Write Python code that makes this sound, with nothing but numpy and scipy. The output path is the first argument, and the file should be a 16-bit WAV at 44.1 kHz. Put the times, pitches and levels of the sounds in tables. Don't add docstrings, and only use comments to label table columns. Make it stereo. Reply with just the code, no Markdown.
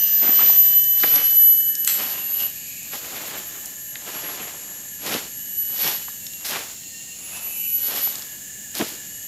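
import sys
import numpy as np
from scipy import signal
from scipy.fft import irfft
from scipy.io import wavfile
from scipy.ndimage import uniform_filter1d

SR = 44100
rng = np.random.default_rng(int(sys.argv[2]) if len(sys.argv) > 2 else 0)


def waveform_to_disk(signal):
    frames = np.transpose(np.atleast_2d(signal))
    scaled = np.clip(frames, -1, 1) * 32767
    samples = np.round(scaled).astype(np.int16)
    wavfile.write(sys.argv[1], SR, samples)


N = 408807

# frequency in Hz, relative density in dB.
EDGE_SPECTRUM = [(500, -57), (1400, -4), (2600, -1), (4500, 2), (6500, 0), (9000, -6), (12500, 6.5),
                 (15500, -9.5)]


def undb(db):
    return 10 ** (np.asarray(db) / 20)


def unit(x):
    return x / (np.std(x) + 1e-12)


def noise():
    return rng.standard_normal(N)


def walk(rate):
    hold = max(int(SR / rate), 2)
    levels = rng.standard_normal(N // 20)[:N // hold + 1]
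    held = np.repeat(levels, hold)[:N]
    return unit(uniform_filter1d(uniform_filter1d(held, hold), hold))


def colour(x, points):
    hz, db = np.transpose(points)
    bins_hz = np.arange(N + 1) * SR / (2 * N)
    gain = undb(np.interp(np.log(bins_hz + 1), np.log(hz), db))
    response = irfft(gain / np.sqrt(np.mean(gain ** 2)))
    centred = np.roll(response, 1024)[:2049] * np.hanning(2049)
    return signal.fftconvolve(x, centred, "same")


def ring(x, hz, width_hz):
    hz = min(hz, .45 * SR)
    b, a = signal.iirpeak(hz, hz / min(width_hz, SR / 4), fs=SR)
    return signal.lfilter(b, a, x)


def band(hz, width_hz):
    return unit(ring(ring(noise(), hz, width_hz), hz, width_hz))


def track(rows, column):
    rows = np.asarray(rows)
    return np.interp(np.arange(N) / SR, rows[:, 0], rows[:, column])


def gate(rows):
    t = np.arange(N) / SR
    inside = (t >= rows[0][0]) & (t <= rows[-1][0])
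    return uniform_filter1d(1. * inside, SR // 18)


def swell(start, attack, hold, release):
    swell_db = 20
    t = np.arange(N) / SR - start
    before = 1 - t / max(attack, 1e-3)
    after = (t - attack - hold) / max(release, 1e-3)
    return undb(-swell_db * np.clip(np.maximum(before, after), 0, 10))


def glide(start, first_hz, hz_per_s):
    return first_hz + hz_per_s * (np.arange(N) / SR - start)


def turn(hz, wander_hz):
    return 2 * np.pi * np.cumsum(hz + wander_hz * walk(45)) / SR


def unsteady(rms, waver_db):
    return np.sqrt(2) * rms * undb(waver_db * walk(38))


def grains(rate, spread_db):
    size = undb(spread_db * np.minimum(rng.exponential(size=N), 5))
    struck = rng.random(N) < rate / SR
    return unit(struck * size * np.sign(noise()))


def burst(t60):
    t = np.arange(SR // 4) / SR
    return rng.standard_normal(len(t)) * np.exp(-np.log(1000) * t / max(t60, 1e-3))


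def add(out, s, x, peak_db):
    i = max(int(s * SR), 0)
    scaled = x * undb(peak_db) / np.abs(x).max()
    out[i:i + len(x)] += scaled[:N - i]


def crumple(rate, spread_db, cycles, flicker_db):
    together, out = grains(rate, spread_db), 0
    for hz in np.geomspace(150, 13000, 10):
        cracks = grains(rate, spread_db) + 0.66 * together
        out = out + ring(cracks, hz, hz / cycles) * undb(flicker_db * walk(70))
    return unit(out)


def near_cicada(rms, low_rms, hz, sides_db, rasp_db, hiss_db, waver_db):
    # multiple of the fundamental, relative level in dB.
    partial_rows = [(1, 0), (2, -9.5), (3, -14), (5, -10)]
    # offset from the whine in Hz, relative level in dB.
    flutter_rows = [(-684, -38), (-342, -19.5), (-265, -31), (-165, -29), (-78, -24), (165, -33),
                    (265, -31), (342, -27), (684, -41)]
    phase = turn(hz, wander_hz=2.43)
    loud = unsteady(rms, waver_db=waver_db)
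    effort = uniform_filter1d(loud, SR // 3, mode="reflect")
    t = np.arange(N) / SR
    stack = sum(undb(db + 1.6 * walk(16)) * np.sin(k * phase / 4) for k, db in partial_rows)
    sides = 0
    for offset_hz, db in flutter_rows:
        sides = sides + undb(db + 2.6 * walk(21)) * np.sin(phase + 2 * np.pi * offset_hz * t)
    rasp = walk(600) * np.sin(phase) + walk(600) * np.cos(phase)
    hiss = band(hz=6970, width_hz=2800)
    fringe = effort * (undb(sides_db) * sides + undb(rasp_db) * rasp + undb(hiss_db) * hiss)
    return loud * np.sin(phase) + fringe + np.sqrt(2) * low_rms * stack


def near_singer(calls_low_db=-26.5, song_low_db=1.0):
    # time in seconds, level in dB.
    song_curve = [(0.0, -14.5), (0.06, -18.5), (0.39, -12), (0.41, -14.5), (0.58, -12), (1.07, -18.5),
                  (1.15, -11.5), (1.22, -19.5), (1.46, -11.5), (1.75, -23), (1.77, -33), (1.8, -20.5),
                  (2.2, -30.5), (2.34, -24), (2.46, -27), (2.54, -52)]
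    # time in seconds, level in dB ahead of song_low_db.
    song_low_curve = [(0.0, -40), (0.19, -52), (0.36, -41), (0.68, -39.5), (1.16, -35.5), (2.2, -46),
                      (2.3, -66)]
    # start, attack, hold and release in seconds, level in dB ahead of the throb,
    # first pitch in Hz, glide in Hz/s, moment of one throb peak in seconds.
    call_rows = [(5.3, .28, .3, .38, -27.5, 11792, 157, 5.4), (7.29, .32, .42, .2, -25, 11794, 170, 7.34),
                 (9.0, .28, .1, .2, -37, 11797, 150, 9.22)]
    throb_hz, throb_db = 7.1, 2
    low_growth = 0.71
    t = np.arange(N) / SR
    song = gate(song_curve) * undb(track(song_curve, column=1))
    low = gate(song_low_curve) * undb(track(song_low_curve, column=1) + song_low_db)
    song_hz = glide(0, first_hz=12088, hz_per_s=-73)
    out = near_cicada(song, low, song_hz, sides_db=1.7, rasp_db=-26, hiss_db=-26.5, waver_db=1.66)
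    for start, attack, hold, release, db, first_hz, hz_per_s, throb_s in call_rows:
        shape = swell(start, attack, hold, release)
        throb = throb_db * np.cos(2 * np.pi * throb_hz * (t - throb_s))
        call = undb(db + throb) * shape
        low = undb(calls_low_db) * (undb(db) * shape) ** low_growth
        call_hz = glide(start, first_hz, hz_per_s)
        out += near_cicada(call, low, call_hz, sides_db=4.5, rasp_db=-12.5, hiss_db=-19.5, waver_db=3.5)
    return out


def insect_chorus():
    # centre in Hz, width in Hz, level in dB.
    chorus_rows = [(2910, 290, -57), (6795, 870, -42), (7240, 790, -42)]
    return sum(undb(db + 0.24 * walk(9.7)) * band(hz, width) for hz, width, db in chorus_rows)


def orchard_air(air_db=-40.5):
    # frequency in Hz, relative density in dB.
    air_spectrum = [(25, -28), (55, -2.5), (110, -1), (220, 0), (400, -10), (700, -12), (1250, -21.5),
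                    (2000, -10), (4000, -10), (5800, -10), (8500, -6), (10000, -8), (13500, -3),
                    (15500, -9)]
    return undb(air_db + .5 * walk(2.17)) * colour(noise(), air_spectrum)


def insect_trill(trill_hz=1735, trill_width_hz=140):
    # start, attack, hold and release in seconds, level in dB.
    trill_rows = [(-.1, 0.11, 1.95, 1.6, -48), (2.61, 0.84, 2.7, .7, -53), (7.95, 0.29, 1, .3, -51)]
    bouts = sum(undb(db) * swell(*times) for *times, db in trill_rows)
    return bouts * band(trill_hz, trill_width_hz)


def sliding_whines(sliders_db=2.0):
    # start, attack, hold and release in seconds, level in dB ahead of sliders_db,
    # first pitch in Hz, glide in Hz/s.
    slider_rows = [(-.1, .1, .55, .5, -44, 6048, -36), (-.1, .1, .45, 1, -44, 5996, -65),
                   (1.55, .55, .25, .6, -50, 2690, 105), (5.85, .45, .1, .4, -54, 2635, 200),
                   (6.55, .3, .55, .8, -52.5, 2715, 95), (6.55, .2, .45, .3, -60, 5490, 60),
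                   (6.6, .2, .35, .2, -58, 4200, 30), (6.6, .35, .15, .4, -58, 1830, 10),
                   (7.12, .33, .22, .25, -46.5, 2528, 255), (7.1, .35, .25, .3, -54, 2283, 235),
                   (8.1, .3, .85, .3, -58.5, 2755, 125)]
    out = np.zeros(N)
    for start, attack, hold, release, db, first_hz, hz_per_s in slider_rows:
        phase = turn(glide(start, first_hz, hz_per_s), wander_hz=12)
        pulsing = np.hypot(walk(90), 1) / np.sqrt(2)
        level = undb(db + sliders_db) * swell(start, attack, hold, release)
        out += pulsing * unsteady(level, waver_db=3.0) * np.sin(phase)
    return out


def litter(heap_db=1.0, edges_db=6.0, thud_db=-1.5, thud_hz=320, thud_width_hz=400, catch_db=0.47, clump_db=2.2):
    stroke_rows = [(-.1, 0.16, 0.16, .1, -56, -42.5, -3.5), (0.198, 0.024, 0.079, .3, -35, -40.5, -3),
                   (0.239, 0.13, 0.1, 0.21, -36, -34.5, -5.5), (0.55, 0.089, .03, 0.31, -49, -41, -3),
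                   (0.921, 0.11, 0.14, 0.32, -37, -36, -8), (1.016, .015, .03, .08, -33.5, -37, -0.5),
                   (1.862, 0.019, .01, 0.25, -45, -34, -7), (1.866, 0.13, 0.02, 0.34, -34, -37.5, -10),
                   (2.247, .16, .02, 0.085, -41.5, -40.5, -10), (2.904, 0.024, .025, 0.11, -39, -41, -9),
                   (2.852, .2, .24, 0.49, -39, -45, -4.5), (3.904, 0.19, 0.23, 0.57, -39.5, -45, -5),
                   (5.006, 0.059, 0.099, 0.12, -32.5, -36, -1.5),
                   (5.71, 0.11, 0.038, 0.17, -34, -31.5, -9.5), (6.437, 0.013, 0.094, 0.16, -43, -35, -14),
                   (6.425, 0.091, .04, 0.13, -32.5, -44, -11), (7.144, 0.19, 0.043, 0.27, -43, -49, -11),
                   (7.724, 0.13, .03, .2, -46.5, -39, 0), (7.787, 0.12, 0.088, 0.3, -38.5, -37, -5),
                   (8.737, .014, 0.066, 0.21, -41.5, -36.5, 2.5),
                   (8.767, 0.036, .012, 0.047, -30.5, -39, 6)]
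    # frequency in Hz, relative density in dB.
    heap_spectrum = [(40, -21), (90, -12), (170, -4), (300, -9), (600, -0.5), (1100, -2.5), (1800, -3.5),
                     (2500, -3.5), (3500, -6.5), (7000, -33)]
    heap_lag_s = 0.004
    settling = 1.28
    crush, dig, brush = np.zeros((3, N))
    for start, attack, hold, release, crush_db, brush_db, depth_db in stroke_rows:
        push = undb(crush_db) * swell(start + heap_lag_s, attack, hold, release)
        crush = np.maximum(crush, push)
        dig = np.maximum(dig, undb(depth_db) * push)
        brush = np.maximum(brush, undb(brush_db) * swell(start, attack, hold, release * settling))
    heap = unit(colour(crumple(rate=750, spread_db=2.5, cycles=1.53, flicker_db=2), heap_spectrum))
    thud = ring(grains(rate=400, spread_db=2.0), thud_hz, thud_width_hz)
    thud = unit(ring(thud, thud_hz, thud_width_hz))
    edges = unit(colour(crumple(rate=3000, spread_db=3.5, cycles=0.98, flicker_db=2.5), EDGE_SPECTRUM))
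    catch = undb(catch_db * walk(90) + clump_db * walk(28))
    body = undb(heap_db) * crush * heap + undb(thud_db) * dig * thud
    return catch * body + undb(edges_db) * brush * edges


def embers(level_db=-57):
    ticks = crumple(rate=12, spread_db=3, cycles=1.8, flicker_db=1)
    return undb(level_db) * unit(colour(ticks, EDGE_SPECTRUM))


def buzzes():
    # middle in seconds, half length in seconds, centre in Hz, width in Hz, level in dB.
    buzz_rows = [(0.04, 0.14, 2880, 150, -41), (0.2, 0.45, 5130, 600, -44),
                 (2.403, 0.12, 11900, 517, -28.5), (2.425, 0.079, 2890, 352, -37.5),
                 (2.78, 0.24, 2490, 550, -46), (2.8, 0.81, 4340, 2200, -49.5), (7.0, 1, 4320, 2400, -52)]
    t = np.arange(N) / SR
    out = np.zeros(N)
    for s, length, hz, width, db in buzz_rows:
        out += undb(db) * np.exp(-((t - s) / length) ** 2) * band(hz, width)
    return out


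def knocks(damping=0.48):
    # start in seconds, peak in dB, pitch in Hz, 60 dB decay of the striking noise in seconds.
    knock_rows = [(0.226, -25.5, 260, 0.026), (0.289, -21, 320, 0.025), (0.391, -19, 1020, 0.051),
                  (0.498, -20.5, 840, 0.022), (1.034, -11, 1800, 0.034), (1.04, -17.5, 570, 0.029),
                  (1.037, -19, 1870, .02), (3.956, -19, 2230, 0.0086), (5.14, -26, 1110, 0.013),
                  (5.149, -18, 304, 0.019), (8.073, -23, 680, 0.017), (8.806, -17.5, 272, 0.028),
                  (8.812, -21, 1900, 0.022), (8.814, -16.5, 560, .06), (8.821, -19, 244, 0.015)]
    out = np.zeros(N)
    for s, db, hz, t60 in knock_rows:
        blow = ring(burst(t60), hz, damping * hz)
        add(out, s, ring(blow, hz, 2 * hz), db)
    return out


def snaps(t60=0.012, damping=0.99):
    # start in seconds, peak in dB, centre of the resonance in Hz.
    snap_rows = [(0.841, -13, 8500), (1.003, -19, 4300), (1.154, -15, 6200), (1.159, -10.5, 5500),
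                 (1.753, -12, 7000), (1.848, -8, 12900), (2.425, -21, 6000), (2.766, -27, 7950),
                 (2.83, -18, 12000), (3.28, -22, 13000), (3.658, -17, 11000), (5.076, -18, 3800),
                 (5.141, -12.5, 3170), (5.876, -10.5, 4160), (6.083, -25, 1100), (6.267, -20, 6040),
                 (6.335, -27, 3900), (7.371, -21, 9000), (8.155, -19, 5500), (8.222, -19.5, 4770),
                 (8.752, -17.5, 4700), (8.785, -15, 12000), (8.792, -16, 5000)]
    out = np.zeros(N)
    for s, db, hz in snap_rows:
        tick = ring(burst(t60), hz, damping * hz)
        add(out, s, ring(tick, hz, damping * hz), db)
    return out


def breaking_stick(break_s=1.8752, peak_db=-1, tear_s=0.0032):
    # frequency in Hz, width in Hz, relative level in dB.
    mode_rows = [(2090, 300, -3), (2820, 320, 3), (4370, 320, -6), (5100, 300, -0.5), (6320, 500, -1.5),
                 (7520, 650, 3), (10900, 6400, -4.5)]
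    out, tear = np.zeros(N), burst(0.035)
    tear *= np.exp(-(np.arange(len(tear)) / SR / tear_s) ** 4)
    wood = sum(undb(db) * ring(ring(tear, hz, width), hz, hz) for hz, width, db in mode_rows)
    add(out, break_s, wood, peak_db)
    return out


def far_cicadas(low_db=-20, middle_db=-20):
    # start, attack, hold and release in seconds, level in dB, first pitch in Hz, glide in Hz/s.
    far_rows = [(2.4, .1, 3.9, .25, -40, 11804, -100), (2.4, .1, 1.5, 3, -46, 12090, -85),
                (3.95, .2, .08, .25, -34, 11647, -100), (6.45, .1, .33, .15, -53, 11815, -14),
                (7.02, .27, .74, .2, -40.5, 11183, 37), (8.05, .2, .04, .3, -42, 11775, -14),
                (8.3, .1, .5, .3, -52, 11750, 30), (8.9, .17, .2, .3, -43, 11300, 200)]
    out = np.zeros(N)
    for start, attack, hold, release, db, first_hz, hz_per_s in far_rows:
        phase = turn(glide(start, first_hz, hz_per_s), wander_hz=3.0)
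        voice = np.sin(phase) + undb(middle_db) * np.sin(phase / 2) + undb(low_db) * np.sin(phase / 4)
        out += unsteady(undb(db) * swell(start, attack, hold, release), waver_db=3.0) * voice
    return out


def trunks(x, t60=0.4, gap_s=.003):
    t = np.arange(SR) / SR
    tail = grains(4000, 2.5)[:SR] * (t > gap_s) * np.exp(-np.log(1000) * t / t60)
    tail = ring(tail, 4100, 9900)
    return signal.fftconvolve(x, tail / np.sqrt(np.sum(tail ** 2)))[:N]


def scene(echo_db=-13, break_echo_db=-3):
    insects = near_singer() + insect_chorus() + insect_trill() + sliding_whines() + buzzes() + far_cicadas()
    work = litter() + embers() + knocks() + snaps()
    crack = breaking_stick()
    echo = trunks(undb(echo_db) * work + undb(break_echo_db) * crack)
    mono = insects + orchard_air() + work + crack + echo
    return np.array([mono, mono])


def record(dry):
    top_hz = 15450
    low_pass = signal.ellip(10, .1, 80, top_hz, fs=SR, output="sos")
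    return signal.sosfilt(low_pass, dry)


dry = scene()
out = record(dry)
waveform_to_disk(out)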